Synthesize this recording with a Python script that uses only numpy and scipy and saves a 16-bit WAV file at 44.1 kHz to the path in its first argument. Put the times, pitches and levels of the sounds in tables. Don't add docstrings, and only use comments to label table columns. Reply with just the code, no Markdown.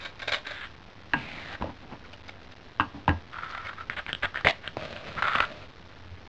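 import sys
import numpy as np
from scipy import signal
from scipy.fft import rfft, irfft, next_fast_len
from scipy.io import wavfile
from scipy.ndimage import map_coordinates

SR = 44100
rng = np.random.default_rng(int(sys.argv[2]) if len(sys.argv) > 2 else 0)


def generate_wav(signal):
    frames = np.transpose(np.atleast_2d(signal))
    scaled = np.clip(frames, -1, 1) * 32767
    pcm = np.round(scaled).astype(np.int16)
    wavfile.write(sys.argv[1], SR, pcm)


N = 277171


# start_s, length_s, level_db
RATTLES = [(0, 0.045, -41), (0.048, 0.013, -33.5), (0.193, 0.0079, -37.5), (0.218, .012, -33.5),
           (.274, .015, -26), (0.318, .029, -24), (0.465, 0.0083, -32), (0.506, 0.007, -33.5)]
TUMBLE_S, TUMBLE_DB = .04, -15
# centre_hz, width_hz, level_db
FULL_BOX = [(595, 100, -1.5), (1113, 190, -4), (1575, 260, -1), (2287, 300, 0.5), (3710, 400, -0.5),
            (5285, 1300, -9)]
# centre_hz, width_hz, level_db
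WALLS = [(592, 45, -1.5), (1298, 41, -2), (1457, 39, -1), (1595, 48, -2.5), (1830, 47, -3),
         (2142, 48, -4.5), (3194, 62, -5), (3800, 48, -7)]

SETTLE_S, SETTLE_LENGTH_S, SETTLE_DB, SETTLE_RISE_DB = .443, .212, -44.5, 7
# centre_hz, width_hz, level_db
SLEEVE = [(1610, 490, 1.5), (3590, 970, -6.5)]

# start_s, clack_db, near_edge_hz, far_edge_hz, far_edge_delay_s, tin_ring_db, thud_db
KNOCKS = [(1.1351, -11.5, 1750, 1000, 0.0053, -16.5, -32.5), (1.6225, -20, 950, 560, .019, -34, -30.5),
          (1.926, -42, 1073, 2600, .006, -51, -45), (2.798, -9.5, 1150, 1500, 0.0091, -17.5, -29.5),
          (2.943, -42, 966, 963, 0.013, -61, -36.5), (3.0791, -10.5, 900, 1800, 0.013, -16.5, -22.5)]
ROCK_LOSS_DB, RING_LOSS_DB, THUD_LOSS_DB = 5, 9, 4.5
LOSS_GROWTH, ROCK_SPREAD = 1.3, .85
BRIGHT_HZ, BRIGHT_DB, BRIGHT_FALL_DB = 2750, 3.5, 12
# mode_hz, level_db, t60_s
TIN_MODES = [(531, -20, 0.17), (803, -15.5, 0.14), (916, -16.5, 0.13), (1050, -8.5, 0.11),
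             (1182, -14, 0.097), (1314, -20.5, 0.13), (1482, -16, 0.13), (1626, -3.5, .11),
             (1910, -23.5, 0.054), (2190, -21.5, 0.063), (2695, -15.5, 0.088), (2570, -15, 0.1),
             (2900, -35.5, 0.17), (3030, -35, .07)]
# frequency_hz, density_db (dB per Hz)
BENCH_SPECTRUM = [(30, -14.5), (55, -4), (85, 4), (120, -5), (165, -2), (220, -3), (285, 3), (370, -13.5),
                  (800, -12), (1500, -24.5), (3000, -37)]
# start_s, level_db
BUMPS = [(3.14, -28), (6.05, -38), (6.111, -32)]
FLEX_DB, FLEX_GROWS = 2, .7

DRAG_S, DRAG_LENGTH_S, DRAG_DB = 1.15, .4, -44
DRAG_START_HZ, DRAG_SINK_HZ, DRAG_BEND, DRAG_BITE_DB = 2503, 814, 1.4, 4
# frequency_hz, density_db (dB per Hz)
DRAG_SPECTRUM = [(60, -4), (200, -1), (450, -8.5), (600, -1), (900, -5), (2800, -4.5), (4000, -5.5),
                 (5500, -12.5)]

# start_s, length_s, level_db
RUBS = [(1.596, .024, -35.5), (1.655, .045, -41), (1.81, .045, -48), (1.885, .065, -44.5)]
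# frequency_hz, density_db (dB per Hz)
RUB_SPECTRUM = [(70, -3), (280, 0), (420, -8), (900, -4), (1400, -14), (3000, -22), (5000, -35)]

# start_s, length_s, level_db, pitch_hz
SHIFTS = [(2.04, .018, -49.5, 1479), (2.128, .014, -43, 3770), (2.281, 0.015, -39, 3106),
          (2.516, 0.012, -48, 4320), (3.488, .036, -45.5, 4780), (3.65, 0.039, -40.5, 2377)]

# start_s, length_s, level_db
SLIDES = [(3.318, 0.39, -41.7), (3.771, .048, -40.5), (5.163, .03, -34), (5.22, .225, -30.3)]
SLIDE_ATTACK_S, SLIDE_RELEASE_S = .01, .035
UNEVEN_DB, UNEVEN_PER_S = 1.3, 50
# start_s, level_db
JERKS = [(3.384, -30), (3.431, -27.5), (3.5475, -28), (3.576, -29.5), (3.692, -32), (3.731, -36),
         (3.807, -30), (5.2225, -17), (5.2805, -22), (5.3505, -17), (5.382, -23), (5.402, -12.5),
         (5.422, -22.5)]
JERK_S = .0036
# centre_hz, width_hz, level_db
DRAWER_BODY = [(560, 380, -20), (1345, 180, 0), (2193, 550, -12), (3370, 870, -18)]
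# frequency_hz, density_db (dB per Hz)
JOLT_SPECTRUM = [(35, -9.5), (70, 2.5), (200, -4.5), (450, -17.5), (1000, -28.5), (3000, -34.5)]
SCUFF_JOLT_DB, SNAP_JOLT_DB, JERK_JOLT_DB, PUSH_JOLT_DB = -8, -28, -20, -29

# start_s, length_s, level_db
SCUFFS = [(3.898, 0.041, -40.5), (3.962, .035, -32.5), (4.076, .027, -36), (4.223, .034, -26),
          (4.342, 0.065, -38.5), (4.63, 0.056, -42)]
# centre_hz, width_hz, level_db
CARD = [(620, 400, -8.5), (1704, 650, -1), (3370, 1100, -8)]

# start_s, level_db, pitch_hz
SNAPS = [(3.8987, -15, 1990), (4.0645, -23, 2290), (4.092, -22, 1796), (4.1302, -12, 3050),
         (4.1497, -17.5, 3130), (4.344, -25, 1330), (4.358, -19.5, 1690), (4.3734, -20.5, 1800),
         (4.234, -18, 1750), (4.410, -26, 1300), (4.4477, -13, 1930), (4.47, -3.5, 2080),
         (4.6767, -15.5, 3000), (4.964, -23, 2650), (5.358, -12.5, 2670), (5.404, -7.5, 2600)]
SNAP_WALL_HZ, SNAP_WALL_DB = 1650, -11

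STRIKE_S, SKIP_S, GRIP_S = 4.4475, .0112, .0075
STRIKE_DB, STRIKE_PEAK, STRIKE_ARCH_DB = -19.3, .45, 20
STRIKE_BRIGHTEN_DB = 9
PANEL_START_HZ, PANEL_END_HZ = 536, 740
# centre_hz, width_hz, level_db
STRIKER = [(1900, 500, -7), (3520, 1800, -13)]

IGNITE_S, BURN_S, FLARE_DB, FLARE_SAG_DB = 4.7695, .87, -39.8, -6
SPUTTER_DB, SPUTTER_PER_S = 1.3, 25
# centre_hz, width_hz, level_db
FLAME = [(133, 120, 0.5), (613, 69, 5.5), (1300, 520, -5), (2530, 800, -4), (4260, 1900, -9.5)]

# frequency_hz, density_db (dB per Hz)
AIR = [(20, -3.5), (50, -4), (90, 4.5), (130, -5.5), (300, -8.5), (700, -15), (2000, -18), (5000, -26.5)]
# frequency_hz, gain_db
INTERPOLATION = [(1500, 0.5), (3000, -2), (3800, -2), (4600, -6), (5500, -9), (7200, -25.5), (9000, -47),
                 (10000, -64.5)]
STEP, TOP_HZ = 1 / 128, 10104


def amp(db):
    return 10 ** (np.asarray(db) / 20)


def unit(x):
    return x / np.sqrt(np.mean(x ** 2) + 1e-20)


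def add(track, s, x):
    part = track[max(0, round(s * SR)):][:len(x)]
    part += x[:len(part)]


def filtered(x, response):
    m = next_fast_len(len(x) + 8192)
    return irfft(rfft(x, m) * response(np.fft.rfftfreq(m, 1 / SR)), m)[:len(x)]


def coloured(x, points):
    hz, db = np.transpose(points)
    return filtered(x, lambda f: amp(np.interp(np.log(f + 1), np.log(hz), db)))


def resonate(x, body):
    def response(f):
        total = 0
        for k, (centre, width, db) in enumerate(body):
            damping = 1j * f * width
            total = total + (-1) ** k * amp(db) * damping / (centre * centre - f * f + damping)
        return total
    return filtered(x, response)


def level(s, length, db, attack, release, change_db=0):
    t = np.arange(N) / SR - s
    hold = amp(db + change_db * np.clip(t / length, 0, 1))
    return hold * np.clip(t / attack, 0, 1) * np.clip(1 - (t - length) / release, 0, 1) ** 2


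def grit(n, rate, smooth):
    happens = rng.random(n) < rate / SR
    slips = happens * rng.choice([-1, 1], n) * np.exp(.35 * rng.standard_normal(n))
    return unit(slips) + smooth * rng.standard_normal(n)


def stroke(length, body, rate, smooth, release, attack):
    t = np.arange(SR // 4) / SR
    envelope = (1 - np.exp(-t / attack)) * np.exp(-np.maximum(t - length, 0) / release)
    x = resonate(grit(len(t), rate, smooth) * envelope, body)
    return x / np.sqrt(np.sum(x ** 2) / np.sum(envelope ** 2))


def click(hz, cycles, crack):
    t = np.arange(SR // 20) / SR
    u = t * hz / cycles
    edge = coloured(rng.standard_normal(len(t)), [(1500, 9.0), (5000, 6.5), (7000, -42.0)])
    x = u * np.exp(1 - u) * np.sin(2 * np.pi * hz * t) + crack * edge * np.exp(-u / 2)
    return x / np.abs(x).max()


def ring(modes, attack, scatter_db):
    t = np.arange(SR // 2) / SR
    x = np.zeros(len(t))
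    for hz, db, t60 in modes:
        decay = amp(db + scatter_db * rng.normal() - 60 * t / t60)
        x += decay * np.sin(2 * np.pi * (hz * t + rng.random()))
    return x * (1 - np.exp(-t / attack))


def puff(spectrum, attack, t60):
    t = np.arange(SR // 2) / SR
    noise = unit(coloured(rng.standard_normal(len(t)), spectrum))
    return noise * (1 - np.exp(-t / attack)) * amp(-60 * t / t60)


def ticks(length, rate, centre_hz):
    out = np.zeros(SR // 4)
    draws = rng.random((40, 3))[:int(np.clip(2 + length * rate, 2, 40))]
    for when, size, pitch in draws:
        hz = centre_hz * 2 ** (1.4 * (pitch - .5))
        add(out, when * length, amp(-14 * size) * click(hz, cycles=3.7, crack=0.57))
    return out / np.sqrt(np.sum(out ** 2) / (length * SR))


def wobble(rate):
    knots = rng.standard_normal(int(N * rate / SR) + 4)
    return map_coordinates(knots, [np.arange(N) * rate / SR])


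def matchbox():
    out = rattles() + shifts() + scuffs() + snaps()
    return out + amp(-1.0) * sum(resonate(out, [mode]) for mode in WALLS)


def rattles():
    out = np.zeros(N)
    for s, length, db in RATTLES:
        for start, span, loud_db in [(s, length, db), (s + length, TUMBLE_S, db + TUMBLE_DB)]:
            body = stroke(span, FULL_BOX, rate=1200, smooth=0.34, release=0.011, attack=0.0013)
            add(out, start, amp(loud_db - 2) * body)
            add(out, start, amp(loud_db - 6.5) * ticks(span, rate=280, centre_hz=3400))
    return out


def settling():
    slide = unit(resonate(grit(N, rate=600, smooth=.6), SLEEVE))
    return slide * level(SETTLE_S, SETTLE_LENGTH_S, SETTLE_DB, attack=0.012, release=.035,
                         change_db=SETTLE_RISE_DB)


def knocks():
    out = np.zeros(N)
    for s, db, near_hz, far_hz, delay, tin_db, thud_db in KNOCKS:
        for k, hz in enumerate([near_hz, far_hz, near_hz, far_hz]):
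            when, spent = s + delay * k ** ROCK_SPREAD, k ** LOSS_GROWTH
            clack_db = db - ROCK_LOSS_DB * spent
            bright_db = BRIGHT_DB - BRIGHT_FALL_DB * np.log2(BRIGHT_HZ / hz)
            clack = click(hz, cycles=1.1, crack=0.13)
            clack = clack + amp(bright_db) * click(BRIGHT_HZ, cycles=2.6, crack=.22)
            add(out, when, amp(clack_db) * clack)
            clatter = puff([(300, -9), (950, -1), (1700, -7), (3000, -4), (5000, -39)],
                           attack=0.0012, t60=0.055)
            add(out, when, amp(clack_db - 17.5) * clatter)
            modes = [(f, gain_db - 9.5 * abs(np.log2(f / hz)), t60) for f, gain_db, t60 in TIN_MODES]
            plate = ring(modes, attack=0.0013, scatter_db=0.5)
            add(out, when, amp(tin_db + 3.5 - RING_LOSS_DB * spent) * plate)
            thud = puff(BENCH_SPECTRUM, attack=0.0019, t60=0.18)
            add(out, when, amp(thud_db - THUD_LOSS_DB * spent) * thud)
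        add(out, s, flex(thud_db + FLEX_DB + FLEX_GROWS * max(0, thud_db + 30)))
    return out


def flex(db):
    return amp(db) * ring([(86, 0.0033, .15)], attack=0.0062, scatter_db=1)


def drag():
    travel = np.clip((np.arange(N) / SR - DRAG_S) / DRAG_LENGTH_S, 0, 1)
    phase = 2 * np.pi * np.cumsum(DRAG_START_HZ - DRAG_SINK_HZ * travel ** DRAG_BEND) / SR
    band = unit(filtered(grit(N, rate=700, smooth=0.56), lambda f: 1 / (1 + (f / 310) ** 2)))
    body = unit(coloured(grit(N, rate=900, smooth=.8), DRAG_SPECTRUM))
    scrape = amp(DRAG_BITE_DB * travel ** 12) * (amp(1.8) * band * np.cos(phase) + amp(2.2) * body)
    rumble_spectrum = [(70, -11), (160, 0.5), (290, 0), (400, -20), (1500, -47)]
    rumble = unit(coloured(rng.standard_normal(N), rumble_spectrum)) * amp(3.5 - 26 * travel)
    return level(DRAG_S, DRAG_LENGTH_S, DRAG_DB, attack=0.012, release=0.029) * (scrape + rumble)


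def rubbing():
    pressure = sum(level(s, length, db, attack=.02, release=.035) for s, length, db in RUBS)
    return pressure * unit(coloured(grit(N, rate=400, smooth=.4), RUB_SPECTRUM))


def shifts():
    out = np.zeros(N)
    for s, length, db, hz in SHIFTS:
        add(out, s, amp(db) * ticks(length, rate=680, centre_hz=hz))
    return out


def bumps():
    out = np.zeros(N)
    for s, db in BUMPS:
        add(out, s, flex(db))
    return out


def drawer():
    push = sum(level(s, length, db, SLIDE_ATTACK_S, SLIDE_RELEASE_S) for s, length, db in SLIDES)
    hollow = unit(resonate(grit(N, rate=700, smooth=0.36), DRAWER_BODY))
    crackle = unit(resonate(grit(N, rate=89, smooth=0.091), [(2750, 1000, 0)]))
    friction = amp(UNEVEN_DB * wobble(UNEVEN_PER_S))
    out = push * friction * (amp(0.2) * hollow + amp(-14) * crackle)
    for s, db in JERKS:
        catch = stroke(JERK_S, DRAWER_BODY, rate=1800, smooth=0.67, release=0.0032, attack=0.00053)
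        add(out, s, amp(db - 1.5) * catch)
        add(out, s, jolt(db + JERK_JOLT_DB))
    shutting_s = SLIDES[2][0]
    add(out, shutting_s, jolt(PUSH_JOLT_DB))
    return out


def jolt(db):
    return amp(db) * puff(JOLT_SPECTRUM, attack=0.00035, t60=.08)


def scuffs():
    out = np.zeros(N)
    for s, length, db in SCUFFS:
        scuff = stroke(length, CARD, rate=1300, smooth=0.23, release=.007, attack=0.005)
        add(out, s, amp(db - 1.0) * scuff)
        add(out, s + length / 2, jolt(db + SCUFF_JOLT_DB))
    return out


def snaps():
    out = np.zeros(N)
    for s, db, hz in SNAPS:
        wall = amp(SNAP_WALL_DB) * click(SNAP_WALL_HZ, cycles=1.1, crack=0.22)
        add(out, s, amp(db) * (click(hz, cycles=1.05, crack=.33) + wall))
        add(out, s, jolt(db + SNAP_JOLT_DB))
    return out


def strike():
    out = np.zeros(N)
    rasp, (upper_hz, upper_width, upper_db) = STRIKER
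    for k, travel in enumerate(np.linspace(0, 1, 6)):
        panel = (PANEL_START_HZ + (PANEL_END_HZ - PANEL_START_HZ) * travel, 170, -2.5)
        upper = (upper_hz, upper_width, upper_db + STRIKE_BRIGHTEN_DB * (travel - .5))
        db = STRIKE_DB - STRIKE_ARCH_DB * (travel - STRIKE_PEAK) ** 2
        grip = stroke(GRIP_S, [panel, upper, rasp], rate=1800, smooth=.4,
                      release=0.0018, attack=0.00041)
        add(out, STRIKE_S + k * SKIP_S, amp(db) * grip)
    add(out, STRIKE_S, jolt(-31))
    return out


def flame():
    burn = level(IGNITE_S, BURN_S, FLARE_DB, attack=.012, release=.06, change_db=FLARE_SAG_DB)
    sputter = amp(SPUTTER_DB * wobble(SPUTTER_PER_S))
    out = burn * sputter * unit(resonate(grit(N, rate=150, smooth=1.2), FLAME))
    add(out, IGNITE_S, amp(-17.5) * click(740, cycles=.45, crack=0.43))
    pop = puff([(50, -4), (150, 14), (600, -6), (1200, -10), (3000, -33)], attack=0.00039, t60=0.043)
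    add(out, IGNITE_S, amp(-25.5) * pop)
    return out


def room(x, t60, wet_db):
    t = np.arange(SR // 2) / SR
    noise = coloured(rng.standard_normal(len(t)), [(300, 1.5), (2000, -1.0), (5000, -2.5), (7000, -28.5)])
    tail = noise * amp(-60 * t / t60) * (1 - np.exp(-t / .004))
    return x + amp(wet_db) * signal.fftconvolve(x, tail / np.linalg.norm(tail))[:N]


def scene():
    box = matchbox() + settling() + drawer()
    bench = knocks() + drag() + rubbing() + bumps()
    near = box + bench + strike() + flame()
    air = amp(-50.8) * unit(coloured(rng.standard_normal(N), AIR))
    return (room(near, t60=0.24, wet_db=-20.5) + air)[None]


def record(dry):
    hop = 4
    slow = signal.resample_poly(dry[0], 1, hop)
    held = np.zeros(N)
    held[::hop] = hop * STEP * np.round(slow / STEP + .3)
    return filtered(coloured(held, INTERPOLATION), lambda hz: hz < TOP_HZ)[None]


dry = scene()
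out = record(dry)
generate_wav(out)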